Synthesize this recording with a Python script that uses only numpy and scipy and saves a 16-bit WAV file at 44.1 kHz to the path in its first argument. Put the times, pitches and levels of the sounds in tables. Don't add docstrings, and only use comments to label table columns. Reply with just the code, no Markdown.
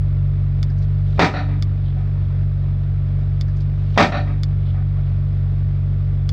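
import sys
import numpy as np
from scipy import signal
from scipy.fft import rfft, irfft
from scipy.io import wavfile
from scipy.ndimage import uniform_filter1d, minimum_filter1d, map_coordinates

SR = 44100
rng = np.random.default_rng(int(sys.argv[2]) if len(sys.argv) > 2 else 0)


def transcribe(u):
    v = np.clip(np.atleast_2d(u).T, -1, 1)
    q = np.round(v * 32767).astype(np.int16)
    wavfile.write(sys.argv[1], SR, q)


N = 278712

# time_s, level_db
EXHAUST_FADER = [(0, -16.5), (1.1, -17), (1.6, -18), (6.32, -17.5)]
# multiple_of_firing_rate, relative_db
EXHAUST_ORDERS = [(1, -1.5), (1.5, -15), (2, 3.5), (3, 0), (3.5, -34), (4, -27), (4.5, -24.5), (5, -38.5),
                  (6.5, -33), (7, -44.5), (8, -38.5), (9.25, -35.5), (12.5, -32.5)]
# frequency_hz, relative_db
CLATTER_SPECTRUM = [(60, -7), (170, 1.5), (230, -2.5), (290, -7), (500, -13.5), (700, -15), (900, -21.5),
                    (1400, -21), (2300, -24), (3000, -30.5), (5000, -34.5), (6200, -46), (9500, -59.5),
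                    (15000, -67)]
# centre_hz, width_hz, boost_db
CASING_RESONANCES = [(290, 69, 1.5), (437.3, 18, 6), (615, 110, 5), (1210, 300, 4.5), (3520, 590, 4.5)]
# frequency_hz, relative_db
RUMBLE_SPECTRUM = [(20, -31.5), (32, -26.5), (48, -7.5), (75, 2.5), (115, -6.5), (150, -6),
                   (185, -17.5), (260, -33), (900, -78)]
# delay_s, level_db, t60_s, cutoff_hz
SHORE_TAILS = [(0.031, -24, 0.64, 5040), (0.448, -52, .9, 1470)]
# delay_s, level_db
BANK_ECHOES = [(.144, -17), (.293, -36.5), (.765, -43), (.96, -46.5), (1.1, -47), (1.44, -47.5)]
# after_valve_s, level_db, centre_hz, width_octaves
RIGGING_RATTLES = [(.075, -48, 1680, .2), (.075, -56.5, 4800, .26), (.158, -57.5, 5000, .38),
                   (.196, -52.5, 4240, .38)]
# start_s, level_db, pitch_ratio
VALVE_CLACKS = [(0.6294, -22.5, 1.04), (1.6244, -21, 1.037), (3.4111, -23.5, 1.036), (4.434, -21, 1.035),
                (6.292, -22, 1.005)]
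# pitch_hz, relative_db, t60_s
VALVE_MODES = [(1150, -19.5, 0.019), (1750, -10.5, .009), (2100, -13, 0.014), (3384, -5.5, 0.022),
               (4420, -2, 0.0085), (4990, -0.5, 0.0047), (6430, -14, 0.0062), (6990, -21, 0.016),
               (9100, -23, 0.0042), (13300, -21, .0025)]
# delay_s, level_db, t60_s, cutoff_hz
DECK_REFLECTIONS = [(.001, -3, 0.014, 14000), (.006, -11, 0.049, 7180)]
# frequency_hz, relative_db, t60_s
CLANG_SPECTRUM = [(60.5, -15.5, 0.43), (185, 3.5, 0.14), (230, -4, 0.2), (473, -6.5, 0.19),
                  (690, -5.5, 0.24), (990, -8.5, 0.15), (1500, -8.5, 0.21), (2310, -7, 0.18),
                  (2960, -17.5, 0.18), (3830, -13, 0.17), (4630, -18, .18), (6240, -28, 0.18),
                  (10500, -59, .24), (15000, -55, .22)]
# pitch_hz, relative_db, t60_s
TUBE_MODES = [(172, -10, .22), (238, -24, .35), (288, -23, 1.1), (324, -27, .6), (406, -19.5, .36),
              (437, -24, .38), (584, -13, .2), (620, -19, .28), (680, -18, .28), (731, -19, .26),
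              (765, -16, .3), (792, -21, .26), (848, -22, .26), (936, -19, .32), (978, -21, .3),
              (1119, -24, .33), (1223, -22, .3), (1258, -20, .33), (1298, -21, .36), (1348, -22, .22),
              (1823, -22, .21), (1882, -21, .21), (2290, -21, .17), (2355, -19, .17), (2428, -20, .16),
              (2675, -26, .22), (3640, -24, .2), (3780, -28, .22), (5280, -35.5, .38), (7510, -56.5, .48)]
# slam_s, relative_db, tilt_db_per_octave
RAM_BLOWS = [(1.1935, 0, -0.5), (3.9759, -0.5, 0)]
# after_slam_s, body_db, crack_db, tilt_db_per_octave
BLOW_CONTACTS = [(-.017, -29.5, -41.5, -5), (0, 0.5, 9.5, -.5), (0.0201, -0.5, 0, -0.5),
                 (.027, -5.5, 0.5, 0), (0.0497, -6.5, -2.5, 2), (.069, -13.5, -14, -2)]

HUNT_HZ = 2.66


def from_db(db):
    return 10 ** (np.asarray(db) / 20)


def rms_one(x):
    return x / np.sqrt(np.mean(x ** 2) + 1e-20)


def seconds():
    return np.arange(N) / SR


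def bin_hz():
    return np.maximum(np.arange(N // 2 + 1) * SR / N, 1)


def at_hz(spectrum, hz, column=1):
    rows = np.array(spectrum)
    return np.interp(np.log(hz), np.log(rows[:, 0]), rows[:, column])


def bell_eq(hz, resonances):
    return sum(boost_db / (1 + (2 * (hz - centre) / width) ** 2)
               for centre, width, boost_db in resonances)


def noise(spectrum_db):
    return rms_one(irfft(rfft(rng.standard_normal(N)) * from_db(spectrum_db), N))


def drift(rate_hz):
    knots = rng.standard_normal(2048)
    return rms_one(map_coordinates(knots, [seconds() * rate_hz], order=2, mode="wrap"))


def clicks(times, sizes):
    out = np.full(N, 1e-18)
    out[np.round(np.asarray(times) * SR).astype(int)] = sizes
    return out


def fade(x, t60):
    return signal.lfilter([1], [1, -from_db(-60 / (t60 * SR))], x)


def ring(x, hz, t60):
    radius, angle = from_db(-60 / (t60 * SR)), 2 * np.pi * hz / SR
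    return signal.lfilter([0, np.sin(angle)], [1, -2 * radius * np.cos(angle), radius * radius], x)


def low_pass(x, hz):
    return signal.sosfilt(signal.butter(2, min(hz, .45 * SR), fs=SR, output="sos"), x)


def scatter(x, reflectors):
    response = 0
    for delay_s, level_db, t60, cutoff_hz in reflectors:
        burst = fade(clicks([delay_s], 1), t60) * rng.standard_normal(N)
        response = response + from_db(level_db) * low_pass(burst / np.linalg.norm(burst), cutoff_hz)
    return signal.fftconvolve(x, response)[:N]


def valve_times():
    times = np.array(VALVE_CLACKS)[:, 0]
    return times[::2], times[1::2]


def firing_rate(loaded_hz=47.38, run_up_hz=.69, unload_lag_s=.085, load_lag_s=.19, glide_s=.1,
                swing_hz=1.15, settle_s=.65):
    t = seconds()
    drops, lifts = valve_times()
    rate_hz = loaded_hz
    for drop_s in drops:
        rate_hz = rate_hz + run_up_hz * np.clip((t - drop_s - unload_lag_s) / glide_s, 0, 1)
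    for lift_s in lifts:
        loaded_s = np.maximum(t - lift_s - load_lag_s, 0)
        hunting = swing_hz * np.exp(-loaded_s / settle_s) * np.sin(2 * np.pi * HUNT_HZ * loaded_s)
        rate_hz = rate_hz - run_up_hz * np.minimum(loaded_s / glide_s, 1) - hunting
    return rate_hz


def exhaust(phase, waver_db=0.6, roughness=0.17 - 0.01, dispersion_rad=-1.16):
    out = 0
    for order, level_db in EXHAUST_ORDERS:
        flutter = from_db(waver_db * drift(14)) if level_db > -10 else 1 + roughness * drift(10)
        silencer_lag = dispersion_rad * order * (order - 1)
        out = out + from_db(level_db) * flutter * np.cos(order * phase + silencer_lag)
    return rms_one(out)


def casing_clatter(firings, repeat_share=.68, throb=0.17, waver_db=.5):
    hz = bin_hz()
    cycle = rng.standard_normal(3700)
    loop = rms_one(map_coordinates(cycle, [firings / 4 % 1 * len(cycle)], order=1, mode="wrap"))
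    share = repeat_share / (1 + (hz / 1000) ** 2)
    knocks = np.sqrt(share) * rfft(loop) + np.sqrt(1 - share) * rfft(rng.standard_normal(N))
    tone_db = at_hz(CLATTER_SPECTRUM, hz) + bell_eq(hz, CASING_RESONANCES)
    clatter = rms_one(irfft(knocks * from_db(tone_db), N))
    return clatter * (1 + throb * np.cos(2 * np.pi * firings)) * from_db(waver_db * drift(27))


def power_pack(clatter_db=-41, rumble_db=-39, whine_db=-81, whine_hz=9600):
    t = seconds()
    firings = np.cumsum(firing_rate()) / SR
    phase = 2 * np.pi * firings
    drone = from_db(np.interp(t, *np.transpose(EXHAUST_FADER))) * exhaust(phase)
    clatter = from_db(clatter_db) * casing_clatter(firings)
    rumble = from_db(rumble_db) * noise(at_hz(RUMBLE_SPECTRUM, bin_hz()))
    whine = np.sin(2 * np.pi * whine_hz * t) * np.cos(2.5 * phase) * (1 + np.cos(phase))
    return drone + clatter + rumble + from_db(whine_db) * whine


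def river_echoes(x, t60_per_delay=0.17, cutoff_at_1s_hz=2050):
    banks = [(delay_s, level_db, t60_per_delay * delay_s, cutoff_at_1s_hz / delay_s ** 0.43)
             for delay_s, level_db in BANK_ECHOES]
    return scatter(x, SHORE_TAILS + banks)


def swell(peak_s, level_db, hz, octaves, rise_s, fall_s):
    t = seconds()
    colour_db = -60 * np.log10(1 + (np.log2(bin_hz() / hz) / (2 * octaves)) ** 2)
    envelope = np.exp(-np.maximum((peak_s - t) / rise_s, (t - peak_s) / fall_s))
    return from_db(level_db) * envelope * noise(colour_db)


def rigging_rattle():
    drops, _ = valve_times()
    return sum(swell(drop_s + delay_s, level_db, hz, octaves, rise_s=.006, fall_s=.013)
               for drop_s in drops for delay_s, level_db, hz, octaves in RIGGING_RATTLES)


def ram_slide():
    return sum(swell(slam_s, level_db=-54, hz=3400, octaves=.5, rise_s=.13, fall_s=.01)
               for slam_s, *_ in RAM_BLOWS)


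def oil_surge(lag_s=.245, first_db=-55.5, step_db=-7):
    _, lifts = valve_times()
    return sum(swell(lift_s + lag_s + swing / HUNT_HZ, first_db + swing * step_db,
                     hz=3300, octaves=.3, rise_s=0.037, fall_s=.065)
               for lift_s in lifts for swing in range(3))


def valve(spread_db=0.5):
    ticks = 0
    for start_s, level_db, pitch_ratio in VALVE_CLACKS:
        chance_db = spread_db * rng.standard_normal(len(VALVE_MODES))
        for k, (hz, mode_db, t60) in enumerate(VALVE_MODES):
            size = from_db(level_db + mode_db + chance_db[k]) * (-1) ** k
            ticks = ticks + ring(clicks([start_s], size), hz * pitch_ratio, t60)
    return ticks + scatter(ticks, DECK_REFLECTIONS)


def cap_clang(times, body_db, tilt_db_per_octave, gain_db=11.5, boost_db=6, width_hz=22):
    edges = np.geomspace(50, 16000, 26)
    centres = np.sqrt(edges[1:] * edges[:-1])
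    colour_db = bell_eq(bin_hz(), [(hz, width_hz, boost_db) for hz, *_ in TUBE_MODES])
    noises = [noise(colour_db), noise(colour_db)]
    out = 0
    for k, hz in enumerate(centres):
        tilt_db = tilt_db_per_octave * np.log2(np.clip(hz, 300, 5000) / 1000)
        sizes = from_db(gain_db + body_db + at_hz(CLANG_SPECTRUM, hz) + tilt_db)
        t60 = at_hz(CLANG_SPECTRUM, hz, column=2)
        energy = fade(clicks(times, sizes ** 2), t60 / 2)
        band = signal.butter(3, edges[k:k + 2], "band", fs=SR, output="sos")
        out = out + signal.sosfilt(band, noises[k % 2] * np.sqrt(energy))
    return out


def tube_ring(times, body_db, gain_db=-2.5, spread_db=0.5):
    out = 0
    for hz, mode_db, t60 in TUBE_MODES:
        sizes = from_db(gain_db + body_db + mode_db + spread_db * rng.standard_normal(len(times)))
        polarity = rng.choice([-1, 1], len(times))
        out = out + ring(clicks(times, sizes * polarity), hz, t60)
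    return out


def hammer():
    contacts = [(slam_s + delay_s, blow_db + body_db, blow_db + crack_db, blow_tilt + tilt)
                for slam_s, blow_db, blow_tilt in RAM_BLOWS
                for delay_s, body_db, crack_db, tilt in BLOW_CONTACTS]
    times, body_db, crack_db, tilt = np.transpose(contacts)
    crack = ring(clicks(times, from_db(crack_db)), hz=820, t60=0.0071)
    return cap_clang(times, body_db, tilt) + tube_ring(times, body_db) + low_pass(crack, hz=2500)


def scene(grit_db=2):
    blows = hammer()
    mix = power_pack() + blows + river_echoes(blows) + valve()
    hiss = rigging_rattle() + ram_slide() + oil_surge()
    grit = from_db(grit_db * drift(150))
    return (mix + hiss * grit)[None]


def limiter(x, ceiling=0.97, hold_s=0.096, release_db_per_s=45):
    over_db = 20 * np.log10(np.maximum(np.abs(x) / ceiling, 1))
    ahead_db = -minimum_filter1d(-over_db, size=97)
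    half_hold = int(hold_s * SR / 2)
    held_db = -minimum_filter1d(-ahead_db, 2 * half_hold + 1, origin=half_hold)
    ramp_db = release_db_per_s * seconds()
    duck_db = np.maximum.accumulate(held_db + ramp_db) - ramp_db
    return x * from_db(-uniform_filter1d(duck_db, size=96))


def record(dry, cutoff_hz=16600):
    high_cut = signal.cheby2(14, 70, cutoff_hz, fs=SR, output="sos")
    return signal.sosfilt(high_cut, limiter(dry[0]))[None]


dry = scene()
out = record(dry)
transcribe(out)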